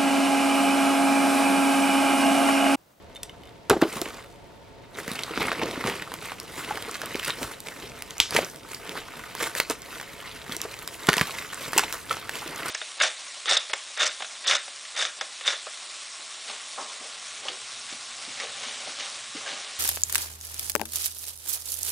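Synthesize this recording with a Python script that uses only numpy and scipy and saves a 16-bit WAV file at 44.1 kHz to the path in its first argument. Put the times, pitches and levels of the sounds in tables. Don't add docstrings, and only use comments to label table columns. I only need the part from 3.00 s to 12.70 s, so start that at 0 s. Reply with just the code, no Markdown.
import sys
import numpy as np
from scipy import signal
from scipy.fft import rfft, irfft
from scipy.io import wavfile
from scipy.ndimage import uniform_filter1d

SR = 44100
rng = np.random.default_rng(int(sys.argv[2]) if len(sys.argv) > 2 else 0)


def wav_out(sig):
    wavfile.write(sys.argv[1], SR, np.round(np.clip(np.atleast_2d(sig).T, -1, 1) * 32767).astype(np.int16))


N = 427769


def gain_of(db):
    return 10 ** (np.asarray(db) / 20)


def evened(x):
    return x / np.sqrt(np.mean(x ** 2) + 1e-20)


def smoothed_twice(x, size, axis=-1):
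    return uniform_filter1d(uniform_filter1d(x, size=size, axis=axis), size=size, axis=axis)


def read(points, hz):
    f, value = np.transpose(points)
    return np.interp(np.log(hz + 1), np.log(f + 1), value)


def add(mix, start_s, sound, pan_db, lag):
    for channel, side, late in ((mix[0], .5, lag), (mix[1], -.5, 0)):
        part = channel[round(start_s * SR) + late:][:len(sound)]
        part += gain_of(side * pan_db) * sound[:len(part)]


def ring(hz, t60, rise_s):
    t60 = max(t60, .002)
    t = np.arange(round(t60 * SR)) / SR
    fade = gain_of(-60 * t / t60)
    x = np.sin(2 * np.pi * hz * t) * fade * (1 - np.exp(-t / rise_s))
    return x / abs(x).max()


def crack(noise, decay_s, low_hz, high_hz):
    x = noise * np.exp(-np.arange(len(noise)) / SR / decay_s)
    x = signal.lfilter(*signal.butter(2, [low_hz, high_hz], "band", fs=SR), x)
    return x / abs(x).max()


# (frequency [Hz], relative level per Hz [dB])
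AIR_COLOUR = [(12, -28), (20, 4), (53, -4.5), (107, 0), (388, -6), (434, 0.5), (485, -7), (558, -3),
              (660, -23), (802, -20), (897, -5.5), (1090, -14), (3950, -21), (13500, -41.5), (16000, -40)]
AIR_DB = -49
# (frequency [Hz], width [Hz], level [dB])
ROOM_TONES = [(555, 13, -61.5), (896, 53, -60.5), (350, 28, -65), (689, 58, -58)]
# (frequency [Hz], likeness [0 to 1])
AIR_LIKENESS = [(60, 1), (180, 0.089), (550, 0.53), (1650, 0.24), (4970, 0.46), (15000, 0.34)]


def air():
    frames, hz = N // 512 + 5, np.fft.rfftfreq(2048, 1 / SR)
    a, b, c, d = rng.standard_normal((frames, 1025, 4)).T
    left, other = a + 1j * b, c + 1j * d
    same = np.clip(read(AIR_LIKENESS, hz), -1, 1)[:, None]
    z = np.array([left, same * left + np.sqrt(1 - same ** 2) * other])
    wash = gain_of(read(AIR_COLOUR, hz))
    wash *= gain_of(AIR_DB) / np.linalg.norm(wash)
    for tone_hz, width_hz, db in ROOM_TONES:
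        bump = np.exp(-((hz - tone_hz) / width_hz) ** 2)
        wash = np.hypot(wash, gain_of(db) * bump / np.linalg.norm(bump))
    surge = evened(uniform_filter1d(rng.standard_normal(frames), size=25))
    surge_share = read([(60, 0.61), (200, 0.027)], hz)[:, None]
    z *= gain_of(3.1 * surge * surge_share)
    x = signal.istft(z * wash[:, None], nperseg=2048, noverlap=1536)[1][:, :N]
    return np.linalg.norm(wash) * evened(x)


def rustle(per_s=1100, spread_db=3.5, clump_db=1.5, decay_s=0.0021, hump_db=14.5, lag_spread=0.85, rub=0.68):
    kinds = 24
    place, size, kind, lag = rng.random((round(per_s * N / SR), 4)).T
    clumps = evened(smoothed_twice(rng.standard_normal(N), 500))
    at = (place * (N - 20)).astype(int) + 10
    rarity = np.minimum(-np.log(size + 1e-9), 5)
    size = gain_of(spread_db * rarity + clump_db * clumps[at])
    lag = np.round(lag_spread * np.sqrt(12) * (lag - .5)).astype(int)
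    hz, t, out = np.fft.rfftfreq(512, 1 / SR), np.arange(512) / SR, np.zeros((2, N))
    for k, centre_hz in enumerate(np.geomspace(300, 12000, kinds)):
        burst = rng.standard_normal(512) * np.exp(-t / decay_s * (centre_hz / 3000) ** 0.82)
        hump = gain_of(hump_db * np.exp(-np.log2((hz + 1) / centre_hz) ** 2))
        burst = irfft(rfft(np.roll(burst, 64)) * hump)
        mine, train = (kind * kinds).astype(int) == k, np.zeros((2, N))
        np.add.at(train[0], at[mine] + lag[mine], size[mine])
        np.add.at(train[1], at[mine], size[mine])
        out += signal.oaconvolve(train, evened(burst)[None], axes=1)[:, 64:N + 64]
    hiss = rng.standard_normal((3, N))
    hiss = (hiss[0] + 0.12 * hiss[1:]) * gain_of(.5 * clump_db * clumps)
    return evened(out) + rub * evened(hiss)


# (time [s], middle [dB], low end [dB], treble [dB])
SLOW_LEVEL = [(0.0, -61, -54, -66), (0.66, -63.5, -59, -66), (0.9, -40.5, -45, -42),
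              (1.18, -47.5, -47, -53), (1.3, -64.5, -60, -65), (1.91, -62.5, -64, -67),
              (1.96, -46.5, -47, -53), (2.4, -39, -43, -47.5), (2.95, -41.5, -42, -47.5),
              (3.09, -52, -51, -55), (3.42, -49.5, -49, -52), (3.75, -45, -49, -47),
              (4.2, -40.5, -57, -45.5), (4.6, -51, -60, -51), (5.15, -53.5, -62, -53), (5.6, -54, -50, -59),
              (6.3, -46.5, -55, -47.5), (6.85, -51.5, -61, -53), (7.5, -48, -57, -49),
              (8.0, -49, -54, -44.5), (8.3, -39.5, -45.5, -38), (8.6, -44, -58, -46.5),
              (9.0, -51, -69, -46), (9.24, -46.5, -62, -50), (9.4, -40.5, -46.5, -42), (9.7, -40, -44, -49)]
# (peak time [s], time to fade 20 dB [s], effort [dB], weight on box and parcel [dB],
# crispness of the film [dB])
SWELLS = [(0.725, .04, -38, -33, -56), (0.77, 0, -51, -37, -60), (0.833, 0.03, -30.5, -36, -57),
          (0.98, 0.3, -44.5, -39.5, -40), (1.84, -0.03, -50, -39, -73), (1.99, 0.05, -43, -36, -39),
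          (2.11, 0.23, -38, -43, -39.5), (2.419, 0.2253, -32.5, -31, -41.5), (2.56, -0.04, -54, -36, -49),
          (2.63, .15, -34.5, -27, -55), (2.71, 0.06, -40, -40, -40), (2.879, .17, -30.5, -28.5, -36),
          (3.02, -0.24, -47, -39, -41), (3.14, 0.2, -45, -44, -44), (3.25, 0.15, -38.5, -47, -41),
          (3.31, 0.1, -45, -62, -46), (3.588, 0.2, -37.5, -43, -37), (3.72, 0.2, -42, -39, -44),
          (3.8, 0.17, -46, -49, -44), (3.87, 0.13, -42.5, -45, -48), (3.95, 0.17, -43, -59, -46),
          (4.06, 0.25, -42.5, -39, -51), (4.24, 0.18, -40, -60, -36.5), (4.29, 0.07, -35.5, -42, -44),
          (4.429, 0.13, -36, -35.5, -34), (4.52, 0.03, -59, -58, -36), (4.68, 0.1, -44, -41, -44),
          (4.79, 0.4, -52, -65, -45.5), (4.84, 0.22, -42, -40.5, -56), (4.99, -0.1, -52, -49, -44),
          (5.1, 0.17, -46, -47.5, -50), (5.21, 0.08, -41, -61, -45), (5.366, 0.0856, -24.5, -29.5, -27),
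          (5.48, .15, -45, -56, -38.5), (5.731, 0.17, -42.5, -51, -38.5), (5.88, 0.11, -40.5, -43, -45),
          (5.92, 0.08, -65.5, -49, -47), (5.971, 0.12, -38.5, -45, -42), (6.18, 0.26, -45.5, -48, -49),
          (6.431, 0.11, -31.5, -38.5, -30), (6.579, 0.05, -32, -49, -26), (6.708, 0.0534, -32, -39, -31.5),
          (6.951, 0.37, -43, -50, -41.5), (7.27, 0.28, -41.5, -52, -47.5), (7.43, -0.1, -58, -55, -41.5),
          (7.52, 0.11, -39, -44, -39), (7.639, 0.06, -38, -44, -41), (7.72, .15, -42.5, -62, -46),
          (7.94, 0.03, -39, -49, -34), (8.1, .2, -35.5, -48, -39), (8.21, 0.18, -36, -57, -40),
          (8.64, 0.17, -38, -44, -35.5), (8.778, 0.15, -30, -36, -31), (8.938, 0.1, -38.5, -46, -35),
          (9.12, 0.1, -33.5, -37.5, -35), (9.37, .2, -38.5, -49, -38.5), (9.67, 0.13, -34.5, -38, -36)]
BUILD_SHARE = 0.68


def levels(t):
    slow_s, *slow = np.transpose(SLOW_LEVEL)
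    peak_s, fade_s, *swell = np.transpose(SWELLS)
    since = (t[:, None] - peak_s) / np.maximum(fade_s, .01)
    shape_db = -20 * np.where(since > 0, since, -since / BUILD_SHARE)
    result = []
    for slow_db, swell_db in zip(slow, swell):
        slow_power = gain_of(2 * np.interp(t, slow_s, slow_db))
        swell_power = gain_of(2 * (swell_db + shape_db)).sum(1)
        result.append(10 * np.log10(slow_power + swell_power))
    return result


# (frequency [Hz], relative level per Hz [dB])
RUSTLE_COLOUR = [(35, -31), (60, 3.5), (251, 7), (391, 7), (754, -2), (1020, 2.5), (2110, 1), (6070, -8.5),
                 (8430, -8), (13500, -11.5), (16200, -21)]


def handled(x):
    hz, t, z = signal.stft(x, SR, nperseg=256, noverlap=192)
    effort_db, weight_db, crisp_db = levels(t)
    z /= np.sqrt(uniform_filter1d((abs(z) ** 2).mean((0, 2)), size=5))[:, None]
    low = read([(600, 0.89), (1100, 0.0065)], hz)[:, None]
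    high = read([(4000, 0.016), (7000, 0.84)], hz)[:, None]
    level_db = (1 - low - high) * effort_db + low * weight_db + high * crisp_db
    patches = rng.standard_normal((len(t), len(hz))).T
    patches = uniform_filter1d(uniform_filter1d(patches, size=20, axis=1), size=3, axis=0)
    level_db += 2.02 * evened(patches)
    colour = gain_of(read(RUSTLE_COLOUR, hz))
    colour /= np.linalg.norm(colour[(hz > 900) & (hz < 4500)])
    return signal.istft(z * colour[:, None] * gain_of(level_db), SR, nperseg=256, noverlap=192)[1][:, :N]


# (time [s], level [dB], pitch of the struck part [Hz], tick over that level [dB])
PART_TOUCHES = [(0.1497, -31, 4050, -8), (0.1585, -22.5, 3550, -15), (0.1654, -28, 3560, -5),
                (0.2317, -29.5, 9400, 9.5), (0.2952, -26.5, 3000, -14), (0.4349, -33.5, 3120, -9),
                (0.4544, -38, 2870, -3), (0.4728, -32, 3870, -10), (1.261, -40, 3610, -4),
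                (1.3247, -47, 3750, 0), (1.358, -45, 2840, -1)]
# (frequency [Hz], relative level [dB], time to fade 60 dB [s])
PART_MODES = [(2150, 6, 0.023), (3000, -4.5, 0.013), (3600, -13, 0.083), (7080, -9, 0.044),
              (8400, 1, 0.032), (10000, -8, 0.026), (12900, -4, 0.036)]


def clinks():
    out = np.zeros((2, N))
    for s, db, struck_hz, tick_db in PART_TOUCHES:
        tick = crack(rng.standard_normal(400), 0.0024, 1600, 11500)
        add(out, s, gain_of(db + tick_db) * tick, 0, 0)
        for hz, mode_db, t60 in PART_MODES:
            away_db = 39.0 * abs(np.log2(hz / struck_hz))
            add(out, s, gain_of(db + mode_db - away_db) * ring(hz, t60, 0.00015), 0, 0)
    return out


# (time [s], level [dB], pitch [Hz], time to fade 60 dB [s])
DULL_KNOCKS = [(0.697, -22.5, 87, 0.12), (0.697, -14, 424, 0.04), (0.708, -7.5, 400, 0.065),
               (0.729, -17, 786, 0.035), (0.734, -16.5, 372, 0.065), (0.765, -16.5, 370, 0.038),
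               (0.823, -7, 342, 0.039), (0.851, -22, 352, 0.049), (0.961, -28.5, 218, 0.097),
               (1.016, -24, 355, 0.047), (1.063, -27.5, 350, 0.016), (2.08, -24, 190, 0.023),
               (2.115, -24, 227, 0.018), (2.375, -21, 360, 0.02), (2.451, -21, 222, 0.013),
               (2.515, -28, 412, 0.04), (2.614, -22, 886, 0.052), (2.628, -19, 275, 0.037),
               (2.688, -29, 563, 0.019), (2.774, -23.5, 252, 0.026), (2.848, -22, 220, 0.036),
               (2.882, -22.5, 374, 0.029), (3.707, -18.5, 843, 0.056), (3.88, -29, 450, 0.045),
               (4.034, -25, 630, 0.025), (4.151, -21, 372, 0.012), (4.418, -23.5, 327, 0.039),
               (4.441, -36.5, 80, 0.1), (5.202, -30, 120, 0.017), (5.36, -29, 101, 0.076),
               (5.351, -18.5, 433, 0.042), (5.362, -14.5, 926, 0.028), (5.388, -12, 550, 0.013),
               (5.43, -25.5, 386, 0.021), (5.889, -29, 300, 0.04), (5.977, -30, 444, 0.03),
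               (6.408, -27, 488, 0.048), (6.559, -27.5, 545, 0.018), (6.6, -21.5, 434, 0.01),
               (6.7, -19.5, 440, 0.043), (7.494, -34, 242, 0.035), (7.564, -32.5, 364, 0.04),
               (7.651, -23, 406, 0.032), (8.087, -7, 288, 0.02), (8.169, -21.5, 333, 0.021),
               (8.18, -20.5, 996, 0.033), (8.211, -17, 154, 0.037), (8.762, -22.5, 363, 0.032),
               (8.776, -16.5, 910, 0.028), (8.834, -21.5, 850, 0.024), (9.109, -15, 1317, 0.03),
               (9.46, -30, 340, 0.045)]


def knocks():
    out = np.zeros((2, N))
    for s, db, hz, t60 in DULL_KNOCKS:
        rattle = crack(rng.standard_normal(4000), 0.2 * t60, hz / 2, 1.9 * hz)
        add(out, s, gain_of(db - 2.5) * ring(hz, t60, 0.0018), 0, 0)
        add(out, s, gain_of(db - 3.0) * rattle, 0, 0)
    return out


# (time [s], level [dB], pitch [Hz], treble crack over that level [dB])
CREASE_SNAPS = [(0.6978, -7, 3150, 2.5), (0.701, -0.5, 1350, -7), (0.7072, -3, 1250, -29),
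                (0.7144, -8, 1430, -19), (0.7716, -20, 1090, -23), (0.815, -8, 1240, -17),
                (0.8188, -6.5, 1650, -14), (0.834, -15, 1130, -22), (0.9854, -24, 8710, -5),
                (1.0155, -19, 4340, 5), (2.001, -21.5, 1650, -5.5), (2.0793, -14, 1890, -10),
                (2.1163, -12.5, 3880, -13), (2.1917, -12, 2840, -21), (2.235, -10, 4100, -12),
                (2.3757, -10, 1420, -20), (2.4194, -10.5, 1240, -29), (2.5172, -8, 1320, -24),
                (2.6167, -11, 1020, -32), (2.6242, -11, 860, -24), (2.633, -15, 2760, -20),
                (2.6586, -23, 1380, 0), (2.84, -10.5, 1270, -19), (2.863, -12.5, 1050, -20),
                (2.873, -9.5, 2930, -28), (2.8787, -12, 1790, -22), (2.8983, -14, 2150, -8),
                (3.0229, -15.5, 1870, -3.5), (3.1185, -16, 980, -13), (3.1398, -17, 1170, -2),
                (3.3193, -16, 1060, -11), (3.4003, -24.5, 4500, 6), (3.7087, -26, 900, -14),
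                (3.7735, -13.5, 1440, -12), (3.825, -21, 3360, -4), (3.9126, -28.5, 7800, 5),
                (3.9539, -16.5, 1700, -13), (4.017, -15.5, 1510, -7), (4.0587, -21.5, 2650, 3),
                (4.156, -12, 2240, -9), (4.1966, -13, 3120, -8), (4.2467, -18, 2150, 2),
                (4.251, -20, 3600, 3), (4.2818, -12.5, 1390, -8), (4.2918, -15, 1390, -20),
                (4.298, -12, 1060, -18), (4.43, -16, 2170, -4), (4.6037, -30.5, 8160, 8),
                (4.671, -29, 2170, 3), (4.6853, -18, 2220, -8), (5.0224, -19, 2300, -1),
                (5.1076, -22.5, 3050, 1), (5.1817, -19.5, 6200, 1), (5.2015, 7.5, 3150, -14),
                (5.236, -15.5, 2830, -20), (5.3081, -16, 4890, -2), (5.3235, -12, 1000, -16),
                (5.3493, -17.5, 2300, 5), (5.365, -4.5, 2140, -8), (5.368, 0.5, 2100, -19),
                (5.389, -8, 1180, -17), (5.447, -14, 5870, -11), (5.56, -28, 7000, 1),
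                (5.747, -17, 4840, -9), (5.8934, -18, 3150, -3), (6.351, -17.5, 1020, -2),
                (6.4067, -14, 1860, -7), (6.411, -13, 1630, -17), (6.44, -19, 3430, -24),
                (6.461, -17.5, 1660, -7), (6.5514, -14, 1850, 2), (6.601, 1, 2150, -8),
                (6.699, -12, 6200, 0), (6.707, -15, 910, -3), (6.71, -19, 855, -9),
                (6.8197, -25.5, 7700, 1.5), (6.9993, -16, 1670, -13), (7.0128, -22.5, 1120, 2.5),
                (7.495, -21, 1280, -10), (7.566, -15.5, 7900, -1), (7.616, -14.5, 6900, 1),
                (7.7404, -19, 2350, -18), (7.79, -20, 8400, -7), (7.8762, -19, 1420, 5.5),
                (8.0704, -14, 8600, -2), (8.0829, -16, 1270, -27), (8.0878, 2, 1200, -15),
                (8.0898, 3, 1290, -17), (8.0995, -12, 1060, -3), (8.131, -4.5, 1880, -6.5),
                (8.139, -4, 1660, -10), (8.1685, -8.5, 1930, -4), (8.1817, -4, 2720, -7.5),
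                (8.1955, -9, 2030, -18), (8.212, 0, 1730, -15), (8.216, -8, 1200, -11),
                (8.2953, -19, 1170, -26), (8.533, -17.5, 1830, -5), (8.5447, -18.5, 8250, -3),
                (8.7324, -10.5, 1230, -8), (8.779, 0.5, 7960, -3), (8.7832, 1, 2710, -7),
                (8.794, -4, 1350, -5), (8.8373, -13, 2500, -12), (8.9262, -18, 1420, 4),
                (8.9441, -23, 7000, 3), (9.1105, -9, 1330, -28), (9.1693, -18, 1200, -11),
                (9.294, -10.5, 1720, -11), (9.355, -15, 2900, -17), (9.477, -24.5, 2730, 4.5),
                (9.5605, -18, 6660, -11)]
SNAP_BASE_S, SNAP_SHORTENING = 0.0097, 0.54


def snaps(pan_db=-1.5):
    out = np.zeros((2, N))
    for s, db, hz, crack_db in CREASE_SNAPS:
        base_s = SNAP_BASE_S * (1000 / hz) ** SNAP_SHORTENING
        noise = rng.standard_normal((2, 1000))
        lag = rng.integers(0, 2) * (db < -12)
        crunch = crack(noise[0], 0.4 * base_s, 0.33 * hz, min(2.35 * hz, 15000))
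        treble = crack(noise[1], 0.00092, 3300, 13800)
        add(out, s, gain_of(db - 6.5) * ring(hz, 0.83 * base_s, .00015), pan_db, lag)
        add(out, s, gain_of(db - 9.5) * crunch, pan_db, lag)
        add(out, s, gain_of(db + crack_db + 0.5) * treble, pan_db, lag)
    return out


def puff(start_s=5.204, peak_db=-22.5, low_hz=2500, high_hz=7000, decay_s=0.058):
    out = np.zeros((2, N))
    hiss = crack(rng.standard_normal(9000), decay_s, low_hz, high_hz)
    add(out, start_s, gain_of(peak_db) * hiss, 0, 0)
    return out


# (frequency [Hz], time to fade 60 dB [s])
ECHO_FADE = [(100, 0.11), (500, 0.23), (2000, 0.15), (5000, 0.27), (14000, 0.12)]


def room(x):
    taps = np.zeros((3, SR // 2))
    at = np.arange(280, SR // 2 - 20, 20) + rng.integers(0, 20, (3, (SR // 2 - 281) // 20))
    np.put_along_axis(taps, at, rng.choice([-1., 1.], at.shape), 1)
    taps = taps[0] + 0.076 * taps[1:]
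    hz, t, z = signal.stft(taps, SR, nperseg=128)
    fade = gain_of(-60 * t / read(ECHO_FADE, hz)[:, None])
    tail = signal.istft(z * fade, SR, nperseg=128)[1]
    return signal.fftconvolve(x[None], tail / np.linalg.norm(tail[0]), axes=1)[:, :N]


def scene():
    rustling = handled(rustle()) * gain_of([[-.4], [.4]])
    hands = rustling + clinks() + knocks() + snaps() + puff()
    return hands + gain_of(-13.5) * room(hands.mean(0)) + air()


def record(dry):
    hz = np.fft.rfftfreq(N + 1, 1 / SR)
    late = irfft(rfft(dry[0], N + 1) * np.exp(-2j * np.pi * hz * 2.1e-5), N + 1)[:N]
    no_rumble = signal.lfilter(*signal.butter(3, 38., "high", fs=SR), [late, dry[1]])
    clipped = np.clip(no_rumble, -1, 1)
    treble_limit = signal.firwin(255, 16200, window=("kaiser", 9), fs=SR)
    return signal.oaconvolve(clipped, treble_limit[None], "same")


dry = scene()
out = record(dry)
wav_out(out)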